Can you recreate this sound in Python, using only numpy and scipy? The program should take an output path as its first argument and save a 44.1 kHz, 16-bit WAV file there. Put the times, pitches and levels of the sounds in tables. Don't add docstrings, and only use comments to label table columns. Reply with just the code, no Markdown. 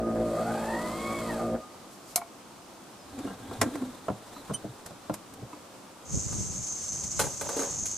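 import sys
import numpy as np
from scipy import signal
from scipy.fft import rfft, irfft, next_fast_len
from scipy.io import wavfile
from scipy.ndimage import uniform_filter1d

SR = 44100
rng = np.random.default_rng(int(sys.argv[2]) if len(sys.argv) > 2 else 0)


def dump(signal):
    limited = np.clip(np.atleast_2d(signal).T, -1, 1)
    pcm = np.round(limited * 32767).astype(np.int16)
    wavfile.write(sys.argv[1], SR, pcm)


N = 351477
T = np.arange(N) / SR

# freq_hz, correlation
NEAR_IMAGE = [(50, 0.64), (150, 0.75), (500, 0.84), (1500, 0.81), (3000, 0.81), (6000, 0.37), (14000, 0.6)]
# time_s, mesh_hz
MESH_SPEED = [(.2, 420.4), (.5, 741.3), (.7, 895), (.85, 995), (1.0, 1079), (1.14, 1118), (1.22, 1087),
              (1.3, 948), (1.38, 785), (1.44, 660), (1.56, 465)]


def amp(db):
    return 10 ** (np.asarray(db) / 20)


def unit(x):
    return x / np.sqrt(np.mean(x ** 2) + 1e-20)


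def over_hz(points, hz):
    knots_hz, values = np.transpose(points)
    return np.interp(np.log(hz + 1), np.log(knots_hz + 1), values)


def track(rows):
    time_s, *columns = np.transpose(rows)
    return [np.interp(T, time_s, column) for column in columns]


def gate(start_s, end_s, fade_s=0.089):
    return np.clip((T - start_s) / fade_s + 1, 0, 1) * np.clip((end_s - T) / fade_s + 1, 0, 1)


def swell(start_s, hold_s, rise_db_per_s, fall_db_per_s):
    before_db = rise_db_per_s * np.maximum(start_s - T, 0)
    after_db = fall_db_per_s * np.maximum(T - start_s - hold_s, 0)
    return amp(-np.minimum(before_db + after_db, 200))


def wander(rate_hz):
    size = next_fast_len(N, real=True)
    hz = np.fft.rfftfreq(size, 1 / SR)
    return unit(irfft(rfft(rng.standard_normal(size)) / (1 + (hz / rate_hz) ** 4), size)[:N])


def colour(x, spectrum):
    size = next_fast_len(x.shape[-1])
    hz = np.fft.rfftfreq(size, 1 / SR)
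    rolloff = 1 / (1 + (hz / (1.3 * spectrum[-1][0])) ** 8)
    return unit(irfft(rfft(x, size) * rolloff * amp(over_hz(spectrum, hz)), size)[..., :x.shape[-1]])


def noise(spectrum, image=NEAR_IMAGE, size=N):
    full = next_fast_len(size)
    mid, side = rfft(rng.standard_normal((2, full)))
    correlation = np.clip(over_hz(image, np.fft.rfftfreq(full, 1 / SR)), -1, 1)
    mid, side = mid * np.sqrt(1 + correlation), side * np.sqrt(1 - correlation)
    return colour(irfft(np.array([mid + side, mid - side]), full)[:, :size], spectrum)


def rubbed(modes):
    out = 0
    for hz, width_hz, db in modes:
        pole = np.exp(-np.pi * width_hz / SR)
        envelope = rng.standard_normal((N, 2)) @ [1, 1j]
        for _ in range(2):
            envelope = signal.lfilter([1 - pole], [1, -pole], envelope)
        out += amp(db) * unit((envelope * np.exp(2j * np.pi * hz * T)).real)
    return out


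def pan(left_db):
    return amp([[left_db / 2], [-left_db / 2]])


def add(mix, start_s, sound):
    part = mix[:, round(start_s * SR):][:, :sound.shape[1]]
    part += sound[:, :part.shape[1]]


def blows(hits, modes, spectrum, t60s_s, ring_db, tail_db, rise_s, contact_db):
    t = np.arange(SR // 3) / SR
    edges_hz = [(60, 450), (450, 2000), (2000, 15000)]
    bands = [signal.butter(3, edges, "band", fs=SR, output="sos") for edges in edges_hz]
    onset = t < .025
    since_s = np.maximum(t - 3 * rise_s, 0)
    attack = np.exp(np.minimum(t / rise_s - 3, 0) * 0.94)
    contacts = [1, 1, 1 + amp(contact_db) * np.exp(-since_s / 0.00031)]
    out = np.zeros((2, N))
    for start_s, *levels_db in hits:
        ring = 0
        for (hz, db, t60_s), (spread, detune, flip) in zip(modes, rng.standard_normal((len(modes), 3))):
            phase = 2 * np.pi * hz * (1 + 0.011 * detune) * t + np.pi * (flip > 0)
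            ring += amp(db + 2 * spread - 60 * since_s / t60_s) * np.sin(phase)
        wash = noise(spectrum, size=len(t))
        for band, db, t60_s, contact in zip(bands, levels_db, t60s_s, contacts):
            fade = contact * amp(-60 * since_s / t60_s) + amp(tail_db - 60 * since_s / 0.5)
            part = signal.sosfilt(band, attack * (wash * fade + amp(ring_db) * ring))
            add(out, start_s - 3 * rise_s, amp(db) * part / np.sqrt(np.mean(part[:, onset] ** 2)))
    return out


def outdoors():
    air_spectrum = [(15, -62), (25, -17), (69, -17), (84, -11.5), (107, -8.5), (169, -8.5), (193, -3),
                    (322, -3), (445, -8), (495, -5.5), (582, -7), (1200, -9), (1750, -18.5), (8350, -21),
                    (15500, -32)]
    air_image = [(60, 0.81), (150, 0.89), (380, 0.78), (950, 0.59), (2380, 0.51), (5980, 0.21),
                 (15000, -0.16)]
    gusts = [(6.147, 0.024, -27), (6.25, 0.12, -39.5), (6.385, 0.026, -32), (6.491, 0.12, -42.5),
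             (6.92, 0.18, -49), (7.19, 0.08, -39.5), (7.44, 0.052, -51), (7.72, 0.13, -47)]
    gust_spectrum = [(15, -48), (25, -17), (65, 3), (114, 4), (176, 2.5), (264, -9), (299, -7.5),
                     (424, -15.5), (700, -22.5), (910, -54), (1540, -120)]
    air_db, breeze_db = -49, -52
    air = amp(air_db + 0.5 * wander(11)) * noise(air_spectrum, air_image)
    wind = amp(breeze_db) + sum(amp(db) * swell(s, hold_s, 398, 289) for s, hold_s, db in gusts)
    buffet = unit(noise(gust_spectrum, image=[(50, 0.027), (300, 0.12)]) * amp(2 * wander(30)))
    return air + pan(0.46) * wind * buffet * gate(6.11, 8)


def bird():
    start_s, settle_s, end_hz, drop_hz = 2.995, .028, 4900, 342
    since_s = np.maximum(T - start_s, -settle_s)
    hz = (end_hz + drop_hz * np.exp(-since_s / settle_s)) * (1 + 0.0028 * wander(120))
    whistle = unit(np.sin(2 * np.pi * np.cumsum(hz) / SR))
    return amp(-62.5) * whistle * swell(start_s, .04, rise_db_per_s=330, fall_db_per_s=500)


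def cicada():
    tone_spectrum = [(5700, -22), (6100, -9), (6300, 0), (6520, 0), (6900, -7), (7200, -13), (7450, -13),
                     (7800, -25)]
    body_spectrum = [(2500, -24), (3500, -24), (4500, -16.5), (5500, -9.5), (6000, -3.5), (6380, -1),
                     (6800, -7.5), (7500, -4), (8500, -11), (10000, -19.5), (11000, -26), (14000, -31)]
    start_s, tymbal_hz, throb_hz = 6.14, 101.7, 8.1
    phase = 2 * np.pi * np.cumsum(tymbal_hz * (1 + .0015 * wander(13.97))) / SR
    burst = np.exp(.3 * np.cos(phase)) * (1 + .25 * np.cos(4 * phase) + .2 * np.cos(5 * phase))
    singing, tone = T > start_s - .2, np.zeros(N)
    knots_s = np.arange(0, 8.2, .11)
    for k in range(56, 77):
        sway, shift = rng.standard_normal((2, len(knots_s)))
        level_db = over_hz(tone_spectrum, k * tymbal_hz) + 4.5 * np.interp(T[singing], knots_s, sway)
        drift_turns = np.interp(T[singing], knots_s, np.cumsum(shift) / 10)
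        tone[singing] += amp(level_db) * np.cos(k * phase[singing] + 2 * np.pi * drift_turns)
    tone[singing] = unit(tone[singing])
    rasp = noise([(hz, 1.7 * db) for hz, db in body_spectrum])
    near = (.78 * tone + .4 * rasp) * unit(burst * amp(2 * wander(45)))
    chorus = noise(body_spectrum, image=[(3000, 1.0), (9000, 0.022)]) * amp(2 * wander(34))
    song = (near + .6 * chorus) * gate(start_s, 8, fade_s=0.097)
    throb_db = -0.1 * np.cos(2 * np.pi * throb_hz * (T - 6.2))
    return pan(-0.21) * amp(-36 + throb_db) * song


def firewood():
    hits = [(6.285, -69, -52, -56), (6.326, -64, -47.5, -50), (6.955, -78, -53, -65),
            (7.194, -37, -28.5, -29.5), (7.199, -35.5, -30, -28.5), (7.213, -46, -38, -35),
            (7.24, -37, -37.5, -41), (7.268, -43.5, -41.5, -53), (7.412, -46, -36.5, -37.5),
            (7.491, -44, -36.5, -41.5), (7.566, -32, -46, -43), (7.592, -33, -38.5, -40),
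            (7.619, -46, -39.5, -44), (7.638, -45, -48, -47), (7.858, -54, -72, -39)]
    log_modes = [(272, -9.5, 0.16), (445, -0.5, 0.076), (551, -3, 0.22), (844, -2, 0.11), (923, -6, 0.072),
                 (1182, 0, 0.06), (1300, -1, 0.03), (1524, 2, 0.037), (2110, -7.5, 0.042), (4110, -4, 0.06)]
    log_spectrum = [(80, -32), (260, -26), (480, -6.5), (900, -9), (1500, -18.5), (2800, -18), (4200, -18),
                    (7000, -10.5), (10500, -14), (15000, -28)]
    bark_spectrum = [(120, -9), (300, -0.5), (520, 6), (1000, -0.5), (2200, -15), (5000, -13.5),
                     (14000, -26)]
    grains_per_s, grain_s, seated_s = 450, .003, 7.6
    slips = (rng.random(N) < grains_per_s / SR) * amp(2.5 * np.minimum(rng.exponential(1, N), 3))
    crunch = 1 + signal.lfilter([1], [1, -np.exp(-1 / (grain_s * SR))], slips)
    scrape = unit(noise(bark_spectrum) * crunch)
    push = swell(seated_s, 0, rise_db_per_s=29, fall_db_per_s=82) * gate(7.44, 8, fade_s=0.024)
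    knocks = blows(hits, log_modes, log_spectrum, t60s_s=[.13, .12, .09],
                   ring_db=-5.5, tail_db=-14, rise_s=.0012, contact_db=-53)
    return pan(-0.75) * (knocks + amp(-37) * push * scrape)


def grit():
    cracks = [(4.539, -38.5), (4.863, -37.5), (5.1416, -33.5), (5.339, -47)]  # start_s, level_db
    stone_spectrum = [(300, 5), (1200, 6), (2800, -3.5), (5000, -1.5), (7200, 3.5), (9300, 1), (11800, 2),
                      (13000, -5), (15000, -16)]
    bursts = sum(amp(db) * swell(s, 0, rise_db_per_s=4000, fall_db_per_s=1100) for s, db in cracks)
    return pan(-1.4) * bursts * noise(stone_spectrum)


def screw_squeaks():
    squeaks = [(3.22, 0.027, 3580, -57, .5, -14), (3.268, 0.039, 2850, -57, .25, -15),
               (3.43, 0.22, 3350, -62, .5, -20), (4.34, 0.064, 4060, -56, 0.5, -17),
               (4.544, 0.0077, 3030, -35.5, 0.06, -0.5)]
    jitter, out = wander(385), 0
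    for start_s, hold_s, hz, db, roughness, overtones_db in squeaks:
        phase = 2 * np.pi * np.cumsum(hz * (1 + (.006 + .05 * roughness) * jitter)) / SR
        overtones = amp(-1) * np.sin(2 * phase) + amp(7) * np.sin(3 * phase)
        tone = np.sin(phase) + amp(overtones_db) * overtones
        out += amp(db) * tone * swell(start_s, hold_s, rise_db_per_s=2500, fall_db_per_s=1050)
    return pan(-4.5) * out


def frame_groans():
    groans = [(3.148, .02, 281, -47), (3.19, 0.022, 267.4, -36), (3.248, 0.011, 278, -36.5),
              (3.277, 0.051, 195, -43), (3.596, .012, 111, -36), (3.665, 0.016, 260.1, -32.5),
              (3.722, 0.068, 282, -39.5), (3.822, 0.011, 258, -30), (3.85, 0.047, 250.6, -39.5),
              (4.697, 0.0073, 124.6, -43), (5.43, 0.0069, 115, -38.5)]
    unsteady_s = np.cumsum(1 + .05 * wander(70)) / SR
    out = 0
    for start_s, hold_s, hz, db in groans:
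        phase = 2 * np.pi * (hz * unsteady_s + rng.random())
        tone = np.sin(phase) + amp(-20.5) * np.sin(2 * phase)
        out += amp(db) * tone * swell(start_s, hold_s, rise_db_per_s=900, fall_db_per_s=600)
    return np.sqrt(2) * out * amp(1.7 * wander(80))


def leg_screw():
    strokes = [(3.233, 0.24, -44.5, -56.5), (3.52, 0.26, -44.5, -58), (3.792, 0.36, -49.5, -56),
               (4.327, 0.49, -74, -62.5), (4.665, 0.85, -55.5, -64), (5.39, 0.15, -47.5, -84)]
    drone_modes = [(261.3, 83, -4.5), (433, 140, -11), (766, 100, -10.5), (101.7, 76, -8),
                   (1600, 31, -19)]
    scrape_spectrum = [(180, 5), (470, 11.5), (800, 10.5), (1400, 6), (2200, -1.5), (3000, -6),
                       (3700, 3.5), (4900, -7), (8000, -2.5), (15000, -15)]
    drone = amp(1.5 * wander(26)) * rubbed(drone_modes)
    scrape = noise(scrape_spectrum) * amp(2 * wander(36) + 7.5)
    out = 0
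    for middle_s, length_s, drone_db, scrape_db in strokes:
        effort = amp(-7 * (2 * (T - middle_s) / length_s) ** 2)
        out += effort * (amp(drone_db) * drone + amp(scrape_db) * scrape)
    return out


def corner_leg():
    leg_hits = [(3.189, -51, -51, -50.5), (3.252, -38, -51, -67), (3.275, -46, -41.5, -66),
                (3.305, -46, -44, -71), (3.513, -42, -41.5, -58), (3.615, -29, -23.5, -24.5),
                (3.63, -31, -30.5, -39), (3.66, -34.5, -45, -67), (3.74, -52, -64, -54),
                (3.756, -41, -38.5, -47), (3.822, -38, -46.5, -64)]
    leg_modes = [(107, 0, 0.096), (247.7, -0.5, 0.19), (280.5, 0, 0.24), (430, -12, 0.088), (498, -5, 0.27),
                 (686, 5, 0.097), (1067, 8, 0.036), (1359, -1.5, 0.13), (1582, -6.5, 0.15),
                 (2390, -20, 0.065)]
    steel_spectrum = [(50, -20), (110, -16), (160, -13.5), (255, 0.5), (420, -3.5), (860, -9), (1590, -17),
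                      (1900, -19), (3000, -34.5), (7500, -28.5), (11500, -33), (15000, -48)]
    body_hits = [(4.083, -35, -28.5, -47.5), (4.101, -31, -37, -53), (4.497, -38, -39.5, -60),
                 (4.508, -32, -39.5, -57), (4.644, -35, -54, -70), (4.908, -44, -47, -54),
                 (5.097, -29, -32.5, -49), (5.425, -44.5, -64, -75)]
    body_modes = [(115, -4.5, 0.21), (152.5, 1.5, 0.12), (201, 0, 0.14), (303.4, 2, 0.11),
                  (415, -0.5, 0.052), (594, -8, 0.28), (725, 4, 0.12), (1044, 7, .06), (1363, 0, 0.086)]
    body_spectrum = [(50, -12), (110, -26), (170, 2.5), (300, -16), (650, 3.5), (1300, -6), (1900, -27),
                     (5000, -35), (14000, -46)]
    handle_hits = [(4.366, -50, -47, -64), (5.531, -47, -43.5, -53)]  # start_s, thud_db, clack_db, crack_db
    handle_modes = [(290, -5, 0.29), (972, 5, 0.058), (1237, 1, 0.052), (2190, -15, 0.079),
                    (2620, -17, 0.082)]
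    knocks = blows(leg_hits, leg_modes, steel_spectrum, t60s_s=[.1, .08, .05],
                   ring_db=-9, tail_db=-32, rise_s=.001, contact_db=-17)
    thumps = blows(body_hits, body_modes, body_spectrum, t60s_s=[.09, .06, .05],
                   ring_db=-12.5, tail_db=-23, rise_s=.00086, contact_db=-17)
    clinks = blows(handle_hits, handle_modes, steel_spectrum, t60s_s=[.08, .07, .06],
                   ring_db=10, tail_db=-30, rise_s=.0016, contact_db=-17)
    return pan(-0.55) * (knocks + clinks) + thumps


def plastic_stand():
    slides = [(1.929, -55), (2.11, -50.5)]  # peak_s, level_db
    hits = [(2.1595, -35, -32, -24), (2.176, -42, -35, -44), (2.216, -65, -40.5, -66)]  # start_s, thud_db, clack_db, crack_db
    plastic_modes = [(699, -1, 0.15), (1070, -8, 0.057), (1420, -13, 0.052), (2244, -8, 0.073),
                     (4100, -7, 0.077), (6270, 3, 0.026), (7560, -2, 0.046), (12500, 8, 0.025)]
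    plastic_spectrum = [(47, -53), (80, -31), (493, -41), (699, -1), (1410, -10.5), (1570, -27),
                        (2230, -14), (2900, -21), (3860, -13), (10600, -3.5), (15000, -15)]
    push = sum(amp(db) * swell(s, 0, rise_db_per_s=172, fall_db_per_s=200) for s, db in slides)
    hiss = push * noise([(2000, -29), (4500, -1), (7500, 0), (12000, -6), (15000, -15)])
    snaps = blows(hits, plastic_modes, plastic_spectrum, t60s_s=[.08, .07, .07],
                  ring_db=-7, tail_db=-38, rise_s=.0005, contact_db=6)
    return hiss * gate(1.93, 2.13) + pan(-0.62) * snaps


def free_motor():
    hum_orders = [(1, -11), (3, 0), (4, -3), (5, 0), (7, -3), (9, -2), (11, -5)]  # shaft_multiple, level_db
    whine_orders = [(16, -33.5), (32, -38), (48, -49.5), (51, -54), (60, -56), (63, -54), (72, -51)]
    housing_response = [(400, -26), (620, -1), (770, -6), (860, -10), (940, -5.5), (1060, -17),
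                        (1120, -4.5), (1230, -3), (1350, -7), (1520, -4.5), (1700, -13), (1860, 0),
                        (2090, -15), (2230, -3), (2600, -4), (3000, -15), (3320, -7), (4500, -15)]
    brush_spectrum = [(410, -8.5), (700, -2.5), (827, -7), (928, -6.5), (1250, -4), (1720, -16.5),
                      (1810, -12), (2220, -13.5), (2340, -20), (2940, -21), (3260, -18), (6110, -21.5),
                      (7800, -15.5), (15000, -30)]
    teeth, clean_hz, slack_span_hz = 16, 1130, 500
    mesh_hz, = track(MESH_SPEED)
    octaves = np.log2(mesh_hz / mesh_hz.max())
    turns = np.cumsum(mesh_hz / teeth * (1 + 0.0018 * wander(44))) / SR
    hum = sum(amp(db + 2.6 * wander(5.8)) * np.cos(2 * np.pi * (k * turns + rng.random()))
              for k, db in hum_orders)
    hum = amp(-42 + 16 * octaves) * unit(hum)
    slack = np.clip((clean_hz - mesh_hz) / slack_span_hz, .14, .9)
    whine = 0
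    for k, db in whine_orders:
        rattle = (wander(110) + 1j * wander(110)) / np.sqrt(2)
        smear = np.sqrt(1 - slack) + np.sqrt(slack) * rattle
        brighten_db = (k / teeth - 1.5) * 7.5 * octaves
        level_db = db + over_hz(housing_response, k / teeth * mesh_hz) + brighten_db + 1.8 * wander(24)
        whine += amp(level_db) * np.sqrt(2) * (smear * np.exp(2j * np.pi * k * turns)).real
    coasting = uniform_filter1d(1. * (np.gradient(mesh_hz) < 0), size=SR // 6)
    brushes = unit(noise(brush_spectrum) * amp(1.5 * wander(150)))
    housing = rubbed([(2550, 78, -13.5), (3270, 79, -18), (4430, 970, -10), (7740, 130, -20)])
    hiss = amp(-47.5 + 4 * octaves) * (amp(6.5) * brushes + housing)
    return (hum + amp(-3 * coasting) * whine + hiss) * gate(0.32, 1.36, fade_s=0.29)


def labouring_motor():
    shaft_speed = [(0, 56.56), (1.11, 56.26), (1.2, 57.3), (1.55, 57.37)]  # time_s, shaft_hz
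    shaft_orders = [(1, -12), (2, -6), (3, -6.5), (4, 3), (5, -5.5), (6, -2), (7, -9.5), (8, -4), (9, -2.5),
                    (10, -2.5), (11, 1), (12, -8.5), (13, -13)]
    surges = [(0.218, 0.021, 4.5), (0.287, .04, 0.5), (.99, .04, -3), (1.535, 0.027, 0)]
    grind_spectrum = [(18, -53), (30, -11), (80, -29), (107, -25), (189, -3), (223, 1), (303, -10),
                      (336, 6), (421, -13.5), (634, 1), (844, -15), (1250, -18.5), (1440, -16), (4000, -51),
                      (5200, -76), (8800, -120)]
    gear_whine = [(0, 1228, -49), (.11, 1239, -43), (.21, 1222, -73), (.28, 1234, -47), (.34, 1224, -59),
                  (.385, 1215, -36), (.48, 1233, -51), (.55, 1230, -45), (.66, 1238, -59),
                  (.85, 1235, -47.5), (1.1, 1230, -52), (1.26, 1225, -46.5), (1.32, 1225, -55),
                  (1.43, 1206, -44), (1.55, 1222, -49)]
    case_modes = [(634, 17, -53), (746, 6.1, -51), (1227, 21, -51.5)]  # freq_hz, width_hz, level_db
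    stop_s, growl_t60_s, ring_t60_s = 1.55, 0.18, 0.79
    free_mesh_hz, = track(MESH_SPEED)
    shaft_hz, = track(shaft_speed)
    gear_hz, gear_db = track(gear_whine)
    ease_db = 4.5 * np.log2(free_mesh_hz / free_mesh_hz[0])
    strain_db = 4 * np.exp(-np.maximum(stop_s - T, 0) / 0.063)
    surge_db = sum(db * np.exp(-((T - s) / width_s) ** 2) for s, width_s, db in surges)
    level_db = -30 - ease_db + strain_db + surge_db + .7 * wander(35)
    turns = np.cumsum(shaft_hz * (1 + .004 * wander(15))) / SR
    orders = 0
    for k, db in shaft_orders:
        gain = amp(db + 2.6 * wander(10.4))
        drift_turns = 0.25 * rng.standard_normal() + .05 * wander(17.4)
        orders += gain * np.cos(2 * np.pi * (k * turns + drift_turns))
    bite = 1 + 0.76 * np.cos(4 * np.pi * turns)
    grind = unit(noise(grind_spectrum) * bite * amp(3.7 * wander(23)))
    stopped_s = np.maximum(T - stop_s, 0)
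    growl = amp(level_db - 60 * stopped_s / growl_t60_s) * (unit(orders) + amp(-7.5) * grind)
    swing_db = level_db - level_db[T < stop_s].mean()
    case = rubbed(case_modes) * amp(0.18 * swing_db)
    whine = amp(gear_db + 1.7 * wander(51)) * np.sqrt(2) * np.sin(2 * np.pi * np.cumsum(gear_hz) / SR)
    return growl + (case + whine) * amp(-60 * stopped_s / ring_t60_s)


def scene():
    motors = labouring_motor() + free_motor()
    propping = plastic_stand() + leg_screw() + corner_leg() + frame_groans() + screw_squeaks() + grit()
    return motors + propping + firewood() + bird() + cicada() + outdoors()


def record(dry):
    lowpass = signal.firwin(401, 15500, window=("kaiser", 9), fs=SR)
    return signal.oaconvolve(dry, lowpass[None], "same", axes=1)


dry = scene()
out = record(dry)
dump(out)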